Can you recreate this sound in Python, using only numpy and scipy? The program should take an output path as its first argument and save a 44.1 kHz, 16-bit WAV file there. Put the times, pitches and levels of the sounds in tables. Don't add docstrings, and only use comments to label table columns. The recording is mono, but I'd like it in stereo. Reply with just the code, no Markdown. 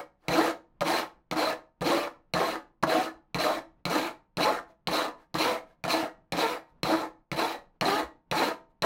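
import sys
import numpy as np
from scipy import signal
from scipy.fft import rfft, irfft, next_fast_len
from scipy.io import wavfile
from scipy.ndimage import uniform_filter1d, map_coordinates

SR = 44100
rng = np.random.default_rng(int(sys.argv[2]) if len(sys.argv) > 2 else 0)


def unload_audio(sound):
    columns = np.transpose(np.atleast_2d(sound))
    steps = np.round(np.clip(columns, -1, 1) * 32767)
    wavfile.write(sys.argv[1], SR, steps.astype(np.int16))


N = 390285

# landing t/s, blow level/dB,
# bench thump level/dB, bite t/s, rebound dip/dB, hardest push t/s, lift t/s, coarse cut level/dB,
# fine chips level/dB, chip sag/(dB/s), full tooth rate f/Hz, full rate t/s, tooth buzz level/dB.
STROKES = [ (-0.23, -18, -33, 0.034, 10, .11, .2, -23.5, -39, 42.5, 525, 0.11, 7),
           (0.2830, -13.5, -30.5, 0.02, 16, 0.13, 0.2, -24, -35.5, 27.5, 547, .179, -2.5),
           (0.808, -18, -35.5, 0.033, 26.5, 0.15, .19, -24.5, -34, 18, 510, 0.15, -5.5),
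           (1.3121, -16.5, -38.5, 0.046, 17.5, 0.11, .19, -25, -36, 33, 600, 0.13, -0.5),
           (1.8092, -28.5, -32, 0.03, 17.5, 0.15, .23, -25.5, -34.5, 39.5, 545, 0.11, -1),
           (2.337, -13, -31, .022, 5, 0.093, 0.19, -23.5, -40, 14, 717, .142, -11.5),
           (2.8265, -22, -32, 0.039, 25.5, 0.13, 0.22, -25, -36, 45, 720, 0.14, -5),
           (3.3448, -17.5, -30.5, 0.038, 13, 0.11, 0.21, -24.5, -34.5, 67.5, 623, .12, -5),
           (3.8536, -14.5, -32, 0.042, 11.5, .11, 0.22, -24.5, -35.5, 49.5, 312, 0.11, -4),
           (4.3706, -18, -33.5, 0.033, 6, 0.12, 0.18, -25.5, -34, 103.5, 680, 0.13, -0.5),
           (4.8724, -12, -35, .039, 10, 0.098, 0.18, -25, -34, 79.5, 537, .119, -4),
           (5.3422, -20.5, -33, 0.04, 10, 0.12, .2, -25.5, -31, 84.5, 467, 0.097, -0.5),
           (5.8392, -19.5, -35.5, 0.037, 19.5, 0.066, 0.2, -24, -32.5, 91, 325, .084, -6),
           (6.3220, -14.5, -33, 0.044, 12, 0.12, 0.22, -26.5, -34.5, 57.5, 464, .105, -0.5),
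           (6.8319, -13.5, -30.5, 0.018, 1.5, .1, 0.19, -25.5, -39.5, 51, 312, .088, -6),
           (7.3161, -18, -33, 0.043, 14.5, .11, 0.21, -26.5, -36.5, 44.5, 452, 0.11, -1.5),
           (7.811, -13, -32.5, 0.033, 10, .1, .19, -24, -35, 48, 384, 0.056, 0),
           (8.3130, -14, -32.5, 0.04, 6, 0.11, 0.17, -25.5, -34.5, 44, 463, 0.1, -3),
           (8.8217, -12, -35, .04, 6.5, 0.091, 0.23, -19.5, -34, 50, 430, 0.082, -4), ]
# centre t/s, 1/e half-length t/s, level/dB
RETURN_SCUFFS = [(0.262, 0.044, -58), (4.704, 0.028, -60.5), (5.212, 0.037, -59), (5.704, 0.036, -61.5),
                 (6.696, .03, -68.5), (8.708, 0.016, -73)]
# f/Hz, decay by 60 dB t/s, level/dB
BAR_MODES = [(328, 0.081, 7.5), (498.4, 0.15, 6), (563, 0.17, -2), (652, 0.063, 4), (730, 0.14, 2),
             (851, 0.18, 2.5), (915, 0.55, -6), (996, 0.22, 1), (1064.4, 0.18, 0), (1181, 0.054, -4),
             (1247, 0.058, -6.5), (1573, 0.03, -4), (1717, 0.11, -2), (1906, 0.22, -6), (2170, 0.064, -4.5)]
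FILE_MODES = [(2420, .05, -6), (2610, 0.033, -6.5), (2890, 0.027, -9), (3420, .04, -8.5), (3932, 0.022, 4),
              (4089, 0.035, 6.5), (4280, 0.084, 0), (5320, 0.047, -12), (5620, 0.03, -12),
              (6040, .03, -13.5), (10860, 0.087, -12)]
BENCH_MODES = [(64.5, 0.12, -11), (149.4, 0.16, -1), (173, 0.18, 0.5)]
# f/Hz, level/dB
RASP_SPECTRUM = [(40, -48), (100, -29.5), (150, -22), (320, -2.5), (700, -1.5), (1300, -4.5), (2200, -10.5),
                 (4000, -54)]
# f/Hz, level/dB
FIZZ_SPECTRUM = [(1200, -43), (2200, 2.5), (3100, -5), (3700, -6.5), (5100, -12), (6200, -17.5),
                 (7500, -18), (12500, -18), (15500, -18)]
# f/Hz, level/dB
RUMBLE_SPECTRUM = [(14, -13), (24, 2), (36, -12), (55, -7.5), (85, -18), (170, -12.5), (400, -25.5),
                   (1000, -30), (3000, -48.5), (16000, -84.5)]
# f/Hz, level/dB
BLOW_SPECTRUM = [(1500, 6), (4500, -1.5), (9000, -3.5)]
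# f/Hz, relative decay t/s
ROOM_DECAY = [(100, .45), (300, 0.26), (800, 0.27), (2000, 0.22), (4100, 0.19), (6500, .2), (12000, 0.13)]
# f/Hz, level/dB
SIDE_SPECTRUM = [(30, -27), (60, -34), (110, -34), (200, -38), (380, -24), (700, -15), (1290, -5),
                 (2380, -2), (4400, -3.5), (8120, 0.5), (15000, -2)]

TOUCH_S, TOUCH_DB, TOUCH_FINE_DB, TOUCH_PER_DIP = 0.012, -6.5, -12, 0.44
REBOUND_S = 0.022
BITE_RISE_S, BITE_DB, COARSE_DIP = 0.034, -2, 0.6
CATCH_S, CATCH = 0.003, 0.45
EASE_DB_PER_S, LINGER_S = 70.5, 0.032
LIFT_DB_PER_S, LIFT_FINE_DB_PER_S = 418.5, 332.5
START_HZ, SPEED_UP, CREEP_HZ_PER_S = 180.6, 1.5, 300
BUZZ_RISE_DB_PER_S, BUZZ_FADE_DB_PER_S = 47, 121
THROW = 0.6
RING_DIP_DB = -4.5
CLIMB_DB_PER_S, CLIMB_HZ, CLIMB_WIDTH_HZ = 25, 1000, 700
SINK_DB_PER_S, SINK_HZ, SINK_WIDTH_HZ = 44, 4007, 200
TOP_HZ = 16050


def amp(db):
    return 10 ** (np.asarray(db) / 20)


def unit(x):
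    return x / np.sqrt(np.mean(x ** 2) + 1e-20)


def along(points, hz):
    f, value = np.transpose(points)
    return np.interp(np.log(hz + 1), np.log(f + 1), value)


def wobble(rate):
    fine = np.arange(0, N * rate / SR + 1, 1 / 8)
    knots = rng.standard_normal(len(fine) // 8 + 4)
    return np.interp(np.arange(N) * rate / SR, fine, map_coordinates(knots, [fine]))


def coloured(x, points):
    m = next_fast_len(len(x) + 8192, True)
    gain = amp(along(points, np.fft.rfftfreq(m, 1 / SR)))
    cepstrum = irfft(np.log(gain + 1e-6), m)
    cepstrum[1:m // 2] *= 2
    cepstrum[m // 2 + 1:] = 0
    return irfft(rfft(x, m) * np.exp(rfft(cepstrum)), m)[:len(x)]


def stroke_clock():
    t, rows = np.arange(N) / SR, np.array(STROKES)
    current = np.clip(np.searchsorted(rows[:, 0], t) - 1, 0, None)
    row = rows[current].T
    return t - row[0], row


def pressure():
    since, row = stroke_clock()
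    bite, dip_db, hardest, lift, coarse_db, fine_db, sag = row[3:10]

    def after(s):
        return np.maximum(since - s, 0)

    def ramp(a, b):
        return np.clip((since - a) / np.maximum(b - a, 0.001), 0, 1)

    bitten = bite + BITE_RISE_S
    rebound = ramp(TOUCH_S, TOUCH_S + REBOUND_S)
    biting = CATCH * ramp(bite, bite + CATCH_S) + (1 - CATCH) * ramp(bite, bitten)

    def before_bite(touch_db, low_db):
        return (1 - biting) * (touch_db + (low_db - touch_db) * rebound)

    coarse_db = coarse_db + before_bite(TOUCH_DB + TOUCH_PER_DIP * dip_db, BITE_DB - COARSE_DIP * dip_db)
    coarse_db += BITE_DB * biting * (1 - ramp(bitten, hardest))
    coarse_db -= EASE_DB_PER_S * after(hardest) + LIFT_DB_PER_S * after(lift + LINGER_S)
    fine_db = fine_db + before_bite(TOUCH_FINE_DB, -dip_db)
    fine_db -= sag * after(bitten) + LIFT_FINE_DB_PER_S * after(lift)
    touch = ramp(0, TOUCH_S) ** 2
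    return touch * amp(coarse_db), touch * amp(fine_db)


def teeth():
    since, row = stroke_clock()
    hardest, (full_hz, full_s, buzz_db) = row[5], row[10:]
    rate = START_HZ + (full_hz - START_HZ) * np.clip(since / full_s, 0, 1) ** SPEED_UP
    rate += CREEP_HZ_PER_S * np.maximum(since - full_s, 0)
    turns = np.cumsum(rate * (1 + 0.028 * wobble(45))) / SR
    push = np.diff(np.floor(turns), prepend=0) * amp(2.5 * rng.standard_normal(N))
    slope = np.where(since < hardest, BUZZ_RISE_DB_PER_S, BUZZ_FADE_DB_PER_S)
    db = buzz_db - slope * abs(since - hardest) + 3.2 * wobble(35)
    throw = np.clip(THROW * START_HZ / rate, 0, 1) * np.cos(2 * np.pi * turns)
    return push * np.sqrt(SR / rate) * amp(db), throw


def chips(rate, spread_db):
    torn = rng.random(N) < rate / SR
    return unit(rng.standard_normal(N) * torn * amp(spread_db * rng.exponential(size=N)))


def patchy(x, depth_db):
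    z = signal.stft(x, nperseg=256)[2]
    field = uniform_filter1d(rng.standard_normal(z.shape), size=3, axis=0)
    field = uniform_filter1d(field, size=7, axis=1)
    return signal.istft(z * amp(depth_db * unit(field)), nperseg=256)[1][:N]


def cutting():
    press, bright = pressure()
    scuff = scuffs()
    press, bright = press + scuff, bright + amp(-15.0) * scuff
    push, throw = teeth()
    coarse = patchy(chips(rate=6000, spread_db=1.5), depth_db=2.5)
    fine = patchy(chips(rate=19000, spread_db=-1.1), depth_db=2.5)
    buzz = amp(1.5) * coloured(push, [(350, 2.0), (1000, 2.5), (2600, -14.0)])
    low = press * amp(1.4 * wobble(80)) * (coarse + buzz)
    high = bright * amp(0.37 * wobble(100)) * (1 + throw) * fine
    return low, high


def ringing(force, modes, drift_db, tilt_db, pivot_hz, width_hz):
    out = np.zeros(N)
    for hz, t60, db in modes:
        r, w = amp(-60 / (t60 * SR)), 2 * np.pi * hz / SR
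        share_db = db + drift_db * wobble(12) + tilt_db * np.tanh((hz - pivot_hz) / width_hz)
        out += signal.lfilter([1 - r, 0, r - 1], [1, -2 * r * np.cos(w), r * r], force * amp(share_db))
    return out


def steel(low, high):
    since, row = stroke_clock()
    unbitten = (since > TOUCH_S) & (since < row[3])
    free = amp(-32 * since + RING_DIP_DB * unbitten)
    slid = np.minimum(since, row[6]) - row[5]
    bar = amp(6) * ringing(low, BAR_MODES, 4.5, CLIMB_DB_PER_S * slid, CLIMB_HZ, CLIMB_WIDTH_HZ)
    file = amp(11) * ringing(high * free, FILE_MODES, 2.5, -SINK_DB_PER_S * slid, SINK_HZ, SINK_WIDTH_HZ)
    rasp = amp(7.5) * coloured(low, RASP_SPECTRUM)
    fizz = amp(9.0) * coloured(high, FIZZ_SPECTRUM)
    return bar + rasp + file + fizz


def tail(seconds, scale):
    hz, t, z = signal.stft(rng.standard_normal(int(seconds * SR)), SR, nperseg=256)
    decay = amp(-60 * t / (scale * along(ROOM_DECAY, hz)[:, None]))
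    x = signal.istft(z * decay, SR, nperseg=256)[1]
    return x / np.linalg.norm(x)


def workshop(x):
    mid, side = np.zeros(N + SR), np.zeros(N + SR)
    edges = [0] + [round((row[0] - 0.05) * SR) for row in STROKES[1:]] + [N]
    for a, b in zip(edges, edges[1:]):
        heard = np.pad(x[a:b], (0, SR // 2))
        delayed = np.pad(x[a:b], (220, 0))
        heard += amp(-11.5) * signal.fftconvolve(delayed, tail(0.6, scale=1.19))[:len(heard)]
        mid[a:][:len(heard)] += heard
        side[a:][:len(heard)] += signal.fftconvolve(heard, tail(0.1, scale=0.08))[:len(heard)]
    z = signal.stft(mid[:N], nperseg=256)[2]
    random_phase = np.exp(2j * np.pi * rng.random(z.shape))
    diffuse = signal.istft(z * random_phase, nperseg=256)[1][:N]
    return mid[:N], coloured(0.5 * side[:N] + 0.75 * diffuse, SIDE_SPECTRUM)


def rumble():
    noise = unit(coloured(rng.standard_normal(N), RUMBLE_SPECTRUM))
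    return amp(-68 + 3.0 * wobble(25.0)) * noise


def scuffs():
    t = np.arange(N) / SR
    return sum(amp(db) * np.exp(-((t - s) / length) ** 2) for s, length, db in RETURN_SCUFFS)


def landings():
    low, high, thump = np.zeros(N + SR), np.zeros(N + SR), np.zeros(N + SR)
    t = np.arange(SR // 6) / SR
    for s, db, thump_db, *_ in STROKES[1:]:
        start = round(s * SR)
        bounce = 0.12 * (t > 0.004) * amp(-60 * (t - 0.004) / 0.11)
        blow = rng.standard_normal(len(t)) * np.tanh(t / 0.00016) * (amp(-60 * t / 0.012) + bounce)
        low[start:][:len(t)] += amp(db - 5.5) * blow
        high[start:][:len(t)] += amp(db - 8.5) * blow
        wood = sum(amp(level - 60 * t / t60) * np.sin(2 * np.pi * hz * t) for hz, t60, level in BENCH_MODES)
        thump[start:][:len(t)] += amp(thump_db + 5.5) * wood * (1 - np.exp(-t / 0.0071))
    return low[:N], coloured(high[:N], BLOW_SPECTRUM), thump[:N]


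def bench_bump():
    t = np.arange(N) / SR
    return amp(-46.5) * np.sin(2 * np.pi * 60 * t) * np.exp(-((t - 8.06) / 0.026) ** 2)


def scene():
    low, high = cutting()
    blow_low, blow_high, thump = landings()
    mid, side = workshop(steel(low + blow_low, high + blow_high) + thump)
    mid = mid + rumble() + bench_bump()
    return np.array([mid + side, mid - side])


def record(dry):
    hz = np.fft.rfftfreq(N, 1 / SR)
    return irfft(rfft(dry) * np.clip((TOP_HZ - hz) / 300, 0, 1) ** 2, N)


dry = scene()
out = record(dry)
unload_audio(out)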